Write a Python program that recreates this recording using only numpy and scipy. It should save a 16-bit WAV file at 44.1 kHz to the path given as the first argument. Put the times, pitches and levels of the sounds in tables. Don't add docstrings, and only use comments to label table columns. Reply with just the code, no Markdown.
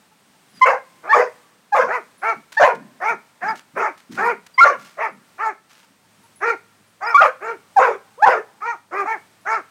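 import sys
import numpy as np
from scipy import signal
from scipy.fft import rfft, irfft, next_fast_len
from scipy.io import wavfile
from scipy.ndimage import uniform_filter1d

SR = 44100
rng = np.random.default_rng(int(sys.argv[2]) if len(sys.argv) > 2 else 0)


def wav_record(signal):
    frames = np.transpose(np.atleast_2d(signal))
    bounded = np.clip(frames, -1, 1)
    quanta = np.round(bounded * 32767).astype(np.int16)
    wavfile.write(sys.argv[1], SR, quanta)


def attenuation_scalar(level_db):
    decades = np.asarray(level_db, float) / 20
    return 10 ** decades


N = 427769
TIME = np.arange(N) / SR
SHORT = TIME[:SR // 4]
ALONG = np.linspace(0, 1, 25)


def shape(hz, table):
    points = np.array(table, float)
    return np.interp(np.log(np.maximum(hz, 1)), np.log(points[:, 0]), points[:, 1])


def unit(x):
    return x / np.sqrt(np.mean(np.abs(x) ** 2))


def coloured(size, table):
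    whole = next_fast_len(size)
    hz = np.fft.rfftfreq(whole, 1 / SR)
    spectrum = rfft(rng.standard_normal(whole)) * attenuation_scalar(shape(hz, table))
    return unit(irfft(spectrum, whole)[:size])


def wander(size, rate):
    k = max(int(SR / rate), 1)
    noise = rng.standard_normal(size + 2 * k)
    smooth = uniform_filter1d(uniform_filter1d(noise, k), k)
    return smooth[k:k + size] * np.sqrt(2.16 * k)


def add(track, s, sound):
    i = int(s * SR)
    track[i:i + len(sound)] += sound[:len(track) - i]


def curves(rows, edge_s):
    s, *columns = np.transpose(rows)
    t = np.arange(s[0], s[-1], 1 / SR)
    ends = np.clip(np.minimum(t - s[0], s[-1] - t) / edge_s, 0, 1)
    return [np.interp(t, s, c) for c in columns], ends


def attack(length, attack_s, attack_db):
    return attack_db * np.clip(1 - ALONG * length / attack_s, 0, 1)


# (frequency [Hz], level [dB])
BREATH_SPECTRUM = [(2900, -40), (3300, -18.5), (3800, -16), (5000, -8.5), (6660, -9), (7850, -20),
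                   (13200, -26.5), (15500, -30.5)]


def hiss(size):
    whole = next_fast_len(size)
    hz = np.fft.rfftfreq(whole, 1 / SR)
    air = rfft(coloured(whole, BREATH_SPECTRUM))
    edges_hz = [0, 3700, 4500, 5400, 6500, 8000, SR]
    out = np.zeros(size)
    for low, high in zip(edges_hz, edges_hz[1:]):
        band = irfft(air * (hz >= low) * (hz < high), whole)[:size]
        out += band * attenuation_scalar(3 * wander(size, 35) - 2)
    return out


def bark(rows, throat, shut_hz, rough, half, chest_db, step, chaos_hz, breath_db):
    (hz, db, opening), ends = curves(np.array(rows) ** [1, 6, 1, 1], .006)
    size = len(hz)
    hz = uniform_filter1d(hz ** (1 / 6), SR // 80, mode="nearest")
    jitter = .008 + .05 * rough
    phase = 2 * np.pi * np.cumsum(hz * (1 + jitter * wander(size, 60))) / SR
    weak_db = db.max() - db
    closing_db = (.8 - .9 * rough) * weak_db * (np.arange(size) > db.argmax())
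    mouth_hz = shut_hz * 2 ** (1.75 * opening)
    patchy_db = 2.5 + 3 * rough
    voice, power = 0, 0
    for k in np.arange(1, 3600 // hz.min(), step):
        if k == 1:
            gain = attenuation_scalar(chest_db + 6.9 * rough * wander(size, 40))
        else:
            mouth_db = 9 / (1 + ((k * hz - mouth_hz) / 190) ** 2)
            gain = attenuation_scalar(shape(k * hz, throat) + mouth_db - closing_db + patchy_db * wander(size, 30))
            gain = gain * (k * hz < 3700)
            if k % 1:
                gain = gain * half
        unsteady = np.where(closing_db > 0, .012, .03) * weak_db * (k > 1)
        share = np.clip(rough * (.6 + .12 * k ** 2) + unsteady, 0, 1)
        rate = chaos_hz * (1 + .3 * k)
        chaos = (wander(size, rate) + 1j * wander(size, rate)) / np.sqrt(2)
        drive = np.sqrt(1 - share) + np.sqrt(share) * chaos
        voice = voice + gain * np.imag(drive * np.exp(1j * k * phase))
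        power = power + gain ** 2 / 2
    puffs = 1 + 0.27 * np.sin(phase)
    breath = attenuation_scalar(breath_db + 0.17 * (db + 14.5) + 0.47 * wander(size, 75)) * hiss(size) * puffs
    return (voice / np.sqrt(power) + breath) * attenuation_scalar(db) * ends


def arched_rows(s, length, top_hz, db, mouth, crest, leap):
    before = np.clip(1 - ALONG / crest, 0, 1)
    after = np.clip((ALONG - crest) / (1 - crest), 0, 1)
    hz = top_hz * (1 - .36 * before ** leap - .45 * after ** 2.2)
    level_db = db + attack(length, .024, -24.5) - 8 * before - 32.5 * after ** 1.88
    return np.transpose([s + ALONG * length, hz, level_db, mouth + .2 * np.maximum(before, after)])


# (time [s], length [s], top pitch [Hz], level [dB], mouth opening [0-1])
ARCHED_CALLS = [(1.864, .15, 497.5, -18.5, 0.22), (2.213, 0.14, 457, -15.5, 0.3),
                (2.997, .165, 469, -17, 0.18), (3.405, .156, 449.4, -19, 0.45),
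                (3.749, .18, 441.4, -17.5, 0.27), (4.16, .195, 483, -15.5, 0.27),
                (4.966, .15, 448.4, -20, .15), (5.377, .16, 454.5, -19, 0.14),
                (6.402, .16, 472.2, -15.5, .3), (7.001, .17, 471, -19.5, 0.23),
                (7.401, 0.17, 462.8, -23.5, 0.31), (8.602, .165, 469.6, -20.5, 0.24),
                (8.907, .165, 402, -19.5, 0.23), (9.039, .145, 449.7, -19.5, 0.09),
                (9.447, .17, 453.4, -17, 0.27), (1.021, .21, 453.6, -30.5, 0.27),
                (4.589, 0.16, 439.6, -25.5, 0.22)]
CALL_CREST = [.57, .6, .63, .6, .48, .68, .5, .55, .55, .6, .57, .57, .58, .55, .52, .55, .5]
CALL_LEAP = [1.3, 3, 1.4, 1.5, 3, 1.8, 3, 3, 2.5, 2.4, 2.6, 3, 3.5, 3, 3.2, 1.3, 2]
CALL_ROUGH = [.12, .03, .08, .08, .42, .15, .25, .06, .1, .08, .06, .04, .06, .04, .06, .3, .1]
CALL_HALF = [0.38, 0.11, .12, .1, 0.58, 0.2, 0.38, 0.12, 0.057, 0.14, 0.21, 0.02, 0.15, 0.072, 0.18, 0.38,
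             0.21]
CALL_CHEST = [-4, -10.5, -9.5, -12, 0.5, -1, -10.5, -9, -1.5, -10, 2.5, -11.5, 0.5, -9.5, -10.5, -4, 1.5]
# (frequency [Hz], level [dB])
TUNEFUL_THROAT = [(550, 9.5), (900, -0.5), (1350, -1.5), (1810, -4), (2360, -6.5), (2750, -28.5),
                  (3050, -32), (3600, -51.5)]


def arched_barks(out):
    settings = zip(ARCHED_CALLS, CALL_CREST, CALL_LEAP, CALL_ROUGH, CALL_HALF, CALL_CHEST)
    for call, crest, leap, rough, half, chest_db in settings:
        rows = arched_rows(*call, crest, leap)
        add(out, call[0], bark(rows, TUNEFUL_THROAT, 836, rough, half, chest_db,
                               step=.5, chaos_hz=151, breath_db=-29))


def harsh_rows(s, length, from_hz, to_hz, db, mouth):
    hz = from_hz + (to_hz - from_hz) * ALONG ** 1.6
    level_db = db + attack(length, .016, -8) - 27.5 * ALONG ** 2.62
    jaw = mouth + .1 * wander(len(ALONG), SR / 4)
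    return np.transpose([s + ALONG * length, hz, level_db, jaw])


# (time [s], length [s], first pitch [Hz], last pitch [Hz], level [dB])
RASP_CALLS = [
    (0.653, 0.14, 525.5, 519, -11.5),
    (1.141, 0.15, 512.6, 486, -10.5),
    (1.743, 0.17, 568.5, 453, -11.5),
    (2.594, 0.16, 589.5, 455.8, -8),
    (4.635, 0.13, 596.3, 487, -11.5),
    (7.202, .117, 593.6, 543.5, -9.5),
    (7.785, 0.19, 519.2, 388.4, -11.5),
    (8.253, 0.17, 497, 400, -12),
]
RASP_OPENING = [.62, 0.5, .6, .45, .65, 0.68, 0.54, 0.63]
# (frequency [Hz], level [dB])
RASP_THROAT = [(550, 5.5), (780, -2.5), (1120, -4.5), (2080, -8.5), (2700, -22), (3100, -37), (3600, -30)]


def rasps(out):
    for call, mouth in zip(RASP_CALLS, RASP_OPENING):
        rows = harsh_rows(*call, mouth)
        add(out, call[0], bark(rows, RASP_THROAT, 573, rough=.48, half=.4, chest_db=2.5,
                               step=.25, chaos_hz=115, breath_db=-30.5))


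def yelp_rows(s, length, from_hz, to_hz, db, second_db, swell_db, scoop):
    hz = (from_hz + (to_hz - from_hz) * ALONG) * (1 + scoop * np.exp(-ALONG * length / .007))
    edge_db = -7 * np.abs(2 * ALONG - 1) ** 4.3
    level_db = db + swell_db * (1 - ALONG) + attack(length, .007, -23) - max(second_db, 0)
    over_db = level_db + 2.6 * edge_db
    third_db = over_db - 25 + .39 * second_db
    return np.transpose([s + ALONG * length, hz, level_db + edge_db, over_db + second_db, third_db])


def yelp(rows):
    (hz, *dbs), ends = curves(rows, 0.001)
    size = len(hz)
    phase = 2 * np.pi * np.cumsum(hz * (1 + 0.011 * wander(size, 220))) / SR
    air = attenuation_scalar(-37.5) * coloured(size, RASP_THROAT) + attenuation_scalar(-36.5) * coloured(size, BREATH_SPECTRUM)
    air = air * attenuation_scalar(np.max(dbs, axis=0))
    dbs += [dbs[1] - 33.5, dbs[1] - 31.0, dbs[1] - 39.5]
    tone = np.zeros(size)
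    for k, db in enumerate(dbs):
        level = attenuation_scalar(db + 0.8 * k * wander(size, 220))
        tone += level * np.cos((k + 1) * phase + .2 * k * wander(size, 300))
    return ends * (air - np.sqrt(2) * tone)


# (time [s], length [s], first pitch [Hz], last pitch [Hz], level [dB])
YELP_CALLS = [(0.611, .039, 975.5, 1060, -6), (1.086, .047, 791, 945, -6.5),
              (1.124, .027, 1056, 1234, -7.5), (1.719, .031, 824, 829, -7.5), (2.566, .03, 803, 948, -11.5),
              (4.576, 0.033, 975, 1117, -7), (4.603, .045, 1355, 1420, -3), (7.14, .034, 1035, 1213, -6),
              (7.173, .038, 1392, 1418, -9), (7.76, .034, 817, 772, -3), (8.218, .036, 760, 922, -5.5),
              (8.257, .029, 791, 780, -4.5), (8.171, 0.057, 399, 760, -31), (1.061, 0.037, 489, 776, -34)]
SECOND_PARTIAL = [-7.5, 6, -14, -10, 8.5, 1, -32, -14, -40, -18.5, -7.5, -26, -1, 1.5]
NOTE_SWELL = [-1, -19, -0.5, -13, -5.5, -7.5, -2, 0.5, 1.5, -9, -4.5, -10.5, -14.5, -6.5]
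NOTE_SCOOP = [.14, 0, 0.0058, .08, 0, 0.082, 0.00078, 0.14, 0.0041, .14, 0.014, 0.06, 0.0029, 0]


def yelps(out):
    for call, *tone in zip(YELP_CALLS, SECOND_PARTIAL, NOTE_SWELL, NOTE_SCOOP):
        add(out, call[0], yelp(yelp_rows(*call, *tone)))


def dogs():
    out = np.zeros(N)
    arched_barks(out)
    rasps(out)
    yelps(out)
    return signal.sosfilt(signal.butter(4, 175, "high", fs=SR, output="sos"), out)


def echoes(x):
    t = TIME[:3 * SR // 2]
    walls = attenuation_scalar(-38.5) * attenuation_scalar(-60 * t / .22) * (t > .006)
    trees = attenuation_scalar(-76) * attenuation_scalar(-60 * t / 1.9) * np.clip(t / .08, 0, 1)
    colour = [(150, -12.0), (600, 0), (1500, 1), (4000, 5.5), (15000, -1)]
    return signal.fftconvolve(x, coloured(len(t), colour) * (walls + trees))[:N]


# (time [s], level [dB], start pitch [Hz], end pitch [Hz], length [s])
BIRD_CHIPS = [
    (0.537, -52, 5020, 4700, 0.0625),
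    (3.478, -35, 5020, 4870, 0.041),
    (4.537, -45, 4820, 4650, 0.033),
    (7.059, -33.5, 4880, 5170, 0.044),
    (7.018, -51, 4650, 4800, 0.032),
    (7.047, -43, 5570, 5220, 0.022),
    (7.093, -44, 5270, 5330, 0.032),
]


def bird_chips(out):
    for s, db, from_hz, to_hz, length in BIRD_CHIPS:
        u = np.clip(SHORT / length, 0, 1)
        phase = 2 * np.pi * np.cumsum(from_hz + (to_hz - from_hz) * u) / SR
        flutter = attenuation_scalar(5.2 * wander(len(SHORT), 150))
        add(out, s, attenuation_scalar(db) * np.sin(np.pi * u) * flutter * np.sin(phase))


# (time [s], level [dB], length [s])
LEAF_STEPS = [
    (0.539, -57, 0.12),
    (2.519, -42, 0.049),
    (2.748, -48, 0.014),
    (3.55, -45, 0.054),
    (3.972, -51.5, .05),
    (4.11, -44.5, 0.11),
    (4.463, -40.5, 0.0077),
    (4.78, -50.5, 0.15),
    (4.843, -47, 0.052),
    (5.687, -52, 0.15),
]


def leaf_steps(out):
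    colour = [(150, -24.5), (1500, -5), (6000, -12.5), (15000, -27)]
    for s, db, length in LEAF_STEPS:
        crackle = coloured(len(SHORT), colour) * attenuation_scalar(2.7 * wander(len(SHORT), 400))
        press = np.clip(SHORT / (.002 + 0.11 * length), 0, 1) * np.exp(-(SHORT / length) ** 2)
        add(out, s, attenuation_scalar(db) * crackle * press)


# (time [s], level [dB])
TAG_KNOCKS = [
    (0.4997, -60),
    (0.5528, -56),
    (2.1387, -74),
    (2.1794, -55.5),
    (5.1247, -64.5),
    (6.2367, -62),
    (6.359, -49),
    (6.8703, -64),
    (9.4122, -56.5),
]
# (frequency [Hz], level [dB], 60 dB decay time [s])
TAG_RINGING = [(10280, -0.5, .25), (10820, -30.5, 0.13), (11360, -13.5, 0.15)]


def collar_tags(out):
    for s, db in TAG_KNOCKS:
        for hz, mode_db, t60 in TAG_RINGING:
            knock_db = db + mode_db - 1 + 3.3 * rng.standard_normal()
            add(out, s, attenuation_scalar(knock_db - 60 * SHORT / t60) * np.sin(2 * np.pi * hz * SHORT))


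# (time [s], level [dB], length [s])
HOG_GRUNTS = [(0.535, -52, 0.13), (1.818, -46, 0.15), (2.36, -45, 0.074), (2.73, -42, 0.2),
              (2.905, -54, 0.14), (3.096, -49, 0.13), (3.421, -45, 0.197), (3.737, -45.5, 0.13),
              (4.094, -36.5, 0.19), (4.24, -49, 0.22), (4.734, -49.5, 0.18), (5.1, -51, 0.17),
              (5.888, -60, 0.078), (6.181, -55, 0.035), (6.797, -56.5, 0.033)]


def grunts():
    swell = np.zeros(N)
    for s, db, length in HOG_GRUNTS:
        add(swell, s, attenuation_scalar(db) * np.sin(np.pi * np.clip(TIME[:SR // 2] / length, 0, 1) ** 0.46))
    colour = [(70, -31.5), (150, -6.5), (200, 1.5), (280, -4.0), (450, -20.0), (900, -65.5)]
    return coloured(N, colour) * swell


# (time [s], level [dB], pitch [Hz])
DISTANT_BARKS = [
    (0.018, -59, 873),
    (0.108, -56, 870),
    (0.339, -58, 886),
    (5.819, -57, 932),
    (6.035, -59, 897),
    (6.233, -51.5, 923),
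]


def far_barks(out):
    for s, db, hz in DISTANT_BARKS:
        phase = 2 * np.pi * hz * SHORT
        tone = np.sin(phase) + 0.38 * np.sin(1.5 * phase) + 0.24 * np.sin(.5 * phase)
        swell = np.sin(np.pi * np.clip(SHORT / 0.038, 0, 1))
        add(out, s, attenuation_scalar(db) * tone * attenuation_scalar(1.4 * wander(len(SHORT), 63.5)) * swell)


# (time [s], level [dB])
MOTOR_LEVEL = [(5.8, -85), (6.1, -64.5), (8.3, -72), (9.7, -69)]


def motor():
    level_db = np.interp(TIME, *np.transpose(MOTOR_LEVEL))
    return np.sin(2 * np.pi * 104 * TIME + 1.3 * wander(N, 6)) * attenuation_scalar(level_db)


# (frequency [Hz], level [dB])
AIR_SPECTRUM = [(25, -25), (90, -15), (190, -3), (400, -12), (1000, -11.5), (1900, -14), (3360, -17.5),
                (7340, -22), (8800, -18.5), (9700, -26), (15600, -28.5)]


def air_and_insects():
    return coloured(N, AIR_SPECTRUM) * attenuation_scalar(-57 + .9 * wander(N, 6))


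def scene():
    voices = dogs()
    small = np.zeros(N)
    for source in (bird_chips, leaf_steps, collar_tags, far_barks):
        source(small)
    return (voices + echoes(voices) + small + grunts() + motor() + air_and_insects())[None]


def low_pass(x):
    return signal.sosfilt(signal.butter(12, 15920, fs=SR, output="sos"), x)


def record(dry):
    top = .95
    limited = dry / (1 + (np.abs(dry) / top) ** 6) ** (1 / 6)
    thin = signal.sosfilt(signal.butter(2, 70, "high", fs=SR, output="sos"), limited)
    return low_pass(thin)


dry = scene()
out = record(dry)
wav_record(out)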